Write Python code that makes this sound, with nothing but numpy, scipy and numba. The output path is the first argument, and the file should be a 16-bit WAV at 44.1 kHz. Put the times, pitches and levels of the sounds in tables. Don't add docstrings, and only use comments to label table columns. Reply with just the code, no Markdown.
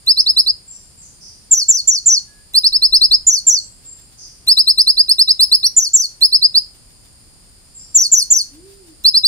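import sys
import numpy as np
from scipy import signal
from scipy.fft import rfft, irfft, next_fast_len
from scipy.io import wavfile
from scipy.ndimage import uniform_filter1d, minimum_filter1d, map_coordinates
from numba import njit

SR = 44100
rng = np.random.default_rng(int(sys.argv[2]) if len(sys.argv) > 2 else 0)


def unload_wav(signal):
    wavfile.write(
        sys.argv[1],
        SR,
        np.round(np.clip(np.atleast_2d(signal).T, -1, 1) * 32767).astype(np.int16),
    )


N = 408807
TIME = np.arange(N) / SR
PADDED = next_fast_len(N + SR // 10)


# (time [s], length [s], top pitch [Hz], relative level [dB], overtone boost [dB])
RISING_NOTES = [(0.069, 0.056, 5223, -1.5, -5.5), (.166, 0.05, 5284, -5, -1.5), (0.26, 0.053, 5190, -5, -2),
                (0.363, 0.05, 5250, -3, 0.5), (0.461, 0.051, 5080, -6, -4.5), (2.541, 0.055, 5100, -2, 3.5),
                (2.634, .049, 5204, -3.5, -1.5), (2.722, 0.052, 5225, -6, -2),
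                (2.817, 0.051, 5236, -2.5, -3.5), (2.922, 0.054, 5240, -2.5, 0.5),
                (3.008, 0.056, 5147, -3.5, -2.5), (3.108, 0.052, 5147, -2, -3.5),
                (4.473, 0.06, 5185, -0.5, 5), (4.567, 0.052, 5240, -2.5, 2),
                (4.667, 0.052, 5250, -4.5, 3.5), (4.774, 0.049, 5235, -3.5, 6),
                (4.866, 0.051, 5160, -2, -1), (4.968, 0.055, 5084, -3, -1.5), (5.081, 0.05, 5260, -4, 4),
                (5.182, 0.05, 5246, -0.5, 2), (5.274, 0.05, 5217, -4, -0.5), (5.392, 0.055, 5194, 0.5, 4),
                (5.514, 0.049, 5166, 1, 2), (5.628, 0.049, 5760, -5, 3.5), (6.213, .054, 5136, 1.5, 1.5),
                (6.318, .051, 5220, -2.5, -1), (6.415, 0.054, 5090, -4, -4.5),
                (6.542, 0.05, 5053, -1.5, -2.5), (9.044, 0.054, 5130, 1.5, 0.5),
                (9.137, .053, 5160, -2, -2.5), (9.233, 0.052, 5330, -3.5, -3)]
# (time [s], pitch [Hz], relative level [dB])
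BLIPS = [(0.205, 5900, -29.5), (2.672, 6040, -28), (2.961, 5970, -23.5), (3.147, 6300, -38),
         (4.812, 5980, -30.5), (5.313, 6250, -33.5)]
def trills():
    foot_hz, scoop_hz, scoop_s = 4074, 423.7, .004
    top_at, swell_db = .88, 15
    out = np.zeros((2, N))
    previous_s = -1
    for s, length, top_hz, note_db, bright_db in RISING_NOTES:
        t = np.arange(int(length * SR)) / SR
        u = t / length
        span_hz = top_hz - foot_hz
        lag = .15 + .001 * span_hz
        climb = glide(u ** lag, 0, top_at)
        hz = foot_hz + span_hz * climb - scoop_hz * np.exp(-t / scoop_s)
        hz *= 1 + .015 * (1 - climb) * walk(len(t), rate=75.6)
        db = note_db - swell_db * np.maximum(1 - u / top_at, 0)
        db += envelope_db(t, attack_s=.012, release_s=.0098)
        add(out, s, syrinx(hz, db, second_db=bright_db - 23.5, third_db=bright_db - 23, tick_db=-41))
        if s - previous_s > .5:
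            add(out[0], s - .008, scratch(length=.011, db=-37.5))
        previous_s = s
    for s, hz, db in BLIPS:
        add(out[0], s, warble(length=.012, hz=hz, swing_hz=190, db=db))
    return out


# (time [s], length [s], onset pitch [Hz], crest pitch [Hz], relative level [dB], overtone boost [dB])
FALLING_NOTES = [(1.508, 0.13, 7640, 7270, 0, 4), (1.681, 0.13, 7400, 7323, -2, 1.5),
                 (1.872, .12, 6640, 7230, -0.5, -3), (2.057, 0.13, 7000, 7250, -0.5, -4.5),
                 (3.265, 0.13, 6650, 7170, -1.5, 1), (3.465, 0.13, 7380, 7330, 0, -3.5),
                 (5.763, .12, 7010, 7210, 0.5, 2.5), (5.931, 0.13, 6850, 7500, -1.5, 3.5),
                 (7.943, 0.13, 7530, 7190, -2, 2.5), (8.114, .12, 7240, 7270, -1, 6.5),
                 (8.301, .12, 6320, 7300, -1, 4.5)]
# (start [share of note], end [share of note], target pitch [Hz])
FALL_MOVES = [(0.143, 0.389, 5710), (0.418, .59, 6168), (.55, 0.859, 4619)]
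def falling_notes():
    settle_s, sag_from, sag_hz_per_s = .005, .79, 12600
    out = np.zeros((2, N))
    for s, length, onset_hz, crest_hz, note_db, bright_db in FALLING_NOTES:
        t = np.arange(int(length * SR)) / SR
        u = t / length
        hz = crest_hz + (onset_hz - crest_hz) * np.exp(-t / settle_s)
        for start, end, target_hz in FALL_MOVES:
            hz += (target_hz - hz) * glide(u, start, end)
        hz -= sag_hz_per_s * np.maximum(t - sag_from * length, 0)
        drop, _, sink = (glide(u, start, end) for start, end, _ in FALL_MOVES)
        pressure_db = 5 * (glide(u, .1, .22) - 1) - 8 * drop - 5.5 * sink
        db = note_db + pressure_db + envelope_db(t, attack_s=.021, release_s=.006)
        add(out, s, syrinx(hz, db, second_db=bright_db - 23, third_db=bright_db - 25.5, tick_db=-39.5))
    return out


def syrinx(hz, db, second_db, third_db, tick_db):
    size = len(hz)
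    trembling_hz = hz * (1 + .0068 * walk(size, rate=501.5))
    phase = 2 * np.pi * np.cumsum(trembling_hz) / SR
    loudness = np.sqrt(2) * undb(db + 1.1 * walk(size, rate=300)) * signal.windows.tukey(size, .05)
    rough_phase = phase + .11 * walk(size, rate=1800)
    second = undb(second_db) * np.sin(2 * rough_phase)
    third = undb(third_db) * np.sin(3 * rough_phase) * (3 * hz < SR / 2)
    glint = undb(8 * np.tanh(walk(size, rate=180)))
    tick = undb(tick_db) * loudness ** 2 * rng.standard_normal(size)
    return loudness * np.array([np.sin(phase) + tick, (second + third) * glint])


# (frequency [Hz], gain [dB])
THROAT_RESONANCE = [(1500, -3.5), (3700, 7.5), (4500, 0.5), (4900, -1), (5140, -0.5), (5500, 0),
                    (7200, 4.5)]
# (frequency [Hz], gain [dB])
BEAM_LEFT = [(7500, -3), (8500, -6.5), (10300, 3.5), (11000, 7), (11700, 1.5), (13000, -2), (15500, -10)]
BEAM_RIGHT = [(7500, 0.5), (8500, 13), (10300, -5.5), (11000, -12), (11700, -15), (13000, -15),
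              (15500, -11)]
# (delay [ms], amplitude [share of direct sound])
CORNER_LEFT = [(.312, .296), (.992, .118), (1.34, .239), (1.8, .12)]
CORNER_RIGHT = [(.309, .244), (.414, .359), (1.455, .168), (1.882, .127)]
def sunbird():
    tone, overtones = undb(1) * (trills() + falling_notes())
    tone = colour(tone, THROAT_RESONANCE)
    near = np.array([reflect(tone, CORNER_LEFT, lead_ms=0), reflect(tone, CORNER_RIGHT, lead_ms=.161)])
    beamed = np.array([colour(overtones, BEAM_LEFT), colour(overtones, BEAM_RIGHT)])
    spill = beamed.mean(axis=0)
    bars = room(spill, t60=.03, delay_s=.00035, wet_db=-4)
    walls = room(tone + spill, t60=.09, delay_s=.005, wet_db=-10.5)
    ring = room(tone + spill, t60=.28, delay_s=.018, wet_db=-20)
    return near + undb(-3.5) * beamed + bars + walls + ring


def reflect(x, echoes, lead_ms):
    phase_per_ms = -2j * np.pi * np.fft.rfftfreq(PADDED, 1 / SR) / 1000
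    arriving = rfft(x, PADDED) * np.exp(-phase_per_ms * lead_ms)
    reflections = sum(share * np.exp(phase_per_ms * ms) for ms, share in echoes)
    direct = irfft(arriving, PADDED)[:N]
    mirrored = irfft(arriving * reflections, PADDED)[:N]
    drift_s = 37e-6 * walk(N, rate=4)
    return direct + map_coordinates(mirrored, [(TIME + drift_s) * SR], mode="nearest")


# (time [s], length [s], relative level [dB])
PERCH_RUSTLES = [(3.81, 0.054, -46), (3.958, 0.057, -46), (4.1, 0.041, -45), (4.25, .05, -49),
                 (6.725, .045, -46), (6.884, 0.032, -48), (7.015, .06, -47), (7.42, 0.035, -52),
                 (8.518, 0.046, -44), (8.613, 0.18, -46.5), (8.846, 0.058, -45)]
def feathers():
    rustles = np.zeros(N)
    for s, length, db in PERCH_RUSTLES:
        add(rustles, s, scratch(length, db))
    rustles = colour(rustles, [(1000, -6), (4000, 0), (15000, -7)])
    return room(rustles, t60=.15, delay_s=.001, wet_db=0)


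# (time [s], length [s], centre pitch [Hz], pitch swing [Hz], relative level [dB])
FAR_CHIRPS = [(0.657, 0.076, 7414, 100, -38.5), (0.696, 0.1, 5570, 510, -51.5),
              (0.961, 0.057, 7490, 198, -43.5), (1.006, 0.067, 6460, 670, -46.5),
              (1.195, 0.1, 5520, 964, -41.5), (3.594, 0.066, 7640, 128, -41.5),
              (3.836, 0.071, 7405, 102, -37.5), (4.165, 0.097, 5580, 1000, -40),
              (7.734, 0.063, 7400, 136, -38.5), (7.775, 0.085, 5240, 667, -48)]
def far_bird_and_whistle():
    calls = np.zeros(N)
    for s, length, hz, swing_hz, db in FAR_CHIRPS:
        add(calls, s, warble(length, hz, swing_hz, db))
    add(calls, 2.26, warble(length=.1, hz=1690, swing_hz=7.9, db=-57.5))
    return room(calls, t60=.54, delay_s=.0014, wet_db=3.5)


# (time [s], pitch [Hz], level [dB])
COO_CONTOUR = [(8.51, 264, -55), (8.548, 293, -47), (8.661, 394, -47.5), (8.781, 396.5, -53.5),
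               (8.881, 329.5, -48), (8.96, 281, -64)]
def dove():
    s, hz, db = np.transpose(COO_CONTOUR)
    loudness = np.sqrt(2) * np.interp(TIME, s, undb(db), left=0, right=0)
    phase = 2 * np.pi * np.cumsum(np.interp(TIME, s, hz)) / SR
    coo = loudness * np.sin(phase)
    return coo + room(coo, t60=.43, delay_s=.008, wet_db=-3.5)


# (frequency [Hz], relative level [dB])
ROOM_SPECTRUM = [(15, -53.5), (25, 4), (109, -3), (452, -18.5), (1240, -28), (1560, -33.5), (3500, -46),
                 (4550, -66), (7700, -120)]
def room_tone():
    noise = rng.standard_normal(N) + .8 * rng.standard_normal((2, N))
    return level(colour(noise, ROOM_SPECTRUM) * undb(walk(N, rate=5)), db=-51)


# (frequency [Hz], relative level [dB])
HISS_SPECTRUM = [(2500, -15.5), (3800, -16), (4900, -2), (6000, -20), (7100, -7), (8000, -13), (9100, 0.5),
                 (10500, -17), (13000, -22), (15500, -26)]
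def microphone_hiss():
    return level(colour(rng.standard_normal((2, N)), HISS_SPECTRUM), db=-49)


def handling():
    rumble = colour(rng.standard_normal(N), [(45, -.5), (100, -23), (3000, -47)])
    swell = np.exp(-((TIME - 3.03) / .3) ** 2)
    return level(rumble, db=-41.5) * swell


def room(x, t60, delay_s, wet_db):
    t = np.arange(SR) / SR
    tail = rng.standard_normal((2, SR)) * np.exp(-np.log(1000) * t / t60) * (t > delay_s)
    tail /= np.sqrt(np.sum(tail ** 2, axis=1, keepdims=True))
    return undb(wet_db) * signal.fftconvolve(x[None], tail, axes=1)[:, :N]


def warble(length, hz, swing_hz, db):
    u = np.linspace(0, 1, int(length * SR))
    pitch = hz + swing_hz * np.tanh(walk(len(u), rate=600) + .5 - u)
    loudness = np.sqrt(2) * undb(db) * signal.windows.tukey(len(u), .4)
    return loudness * np.sin(2 * np.pi * np.cumsum(pitch) / SR)


def scratch(length, db):
    size = int(length * SR)
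    return undb(db) * np.hanning(size) * rng.standard_normal(size)


def glide(u, start, end):
    return np.sin(np.pi / 2 * np.clip((u - start) / (end - start), 0, 1)) ** 2


def envelope_db(t, attack_s, release_s):
    gain = np.minimum(t / attack_s, 1) * np.minimum((t[-1] - t) / release_s, 1)
    return 20 * np.log10(np.maximum(gain, .01))


def walk(size, rate):
    return np.interp(np.arange(size) * rate / SR, np.arange(size), rng.standard_normal(size))


def colour(x, points):
    hz, db = np.transpose(points)
    bins = np.maximum(np.fft.rfftfreq(PADDED, 1 / SR), 1)
    gain = undb(np.interp(np.log(bins), np.log(hz), db))
    return irfft(rfft(x, PADDED) * gain, PADDED)[..., :N]


def add(track, s, sound):
    start = int(s * SR)
    part = sound[..., :max(N - start, 0)]
    track[..., start:start + part.shape[-1]] += part


def undb(db):
    return 10 ** (np.asarray(db) / 20)


def level(x, db):
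    return x * undb(db) / np.sqrt(np.mean(x ** 2))


@njit
def follow(x, release):
    out, peak = np.empty(len(x)), 0.
    for i in range(len(x)):
        peak = max(x[i], peak * release)
        out[i] = peak
    return out


def limit(x, ceiling, release_s):
    peak = follow(np.abs(x).max(axis=0), np.exp(-1 / (release_s * SR)))
    gain = np.minimum(1, ceiling / (peak + 1e-9))
    return x * uniform_filter1d(minimum_filter1d(gain, size=200), size=200)


def scene():
    voices = sunbird() + far_bird_and_whistle() + dove()
    return voices + feathers() + room_tone() + microphone_hiss() + handling()


def record(dry):
    bent = dry - .016 * dry ** 2
    held = limit(bent, ceiling=1.05, release_s=.12)
    lowpass = signal.ellip(10, .1, 70, 15500, fs=SR, output="sos")
    return signal.sosfilt(lowpass, np.clip(held, -1, 1))


dry = scene()
out = record(dry)
unload_wav(out)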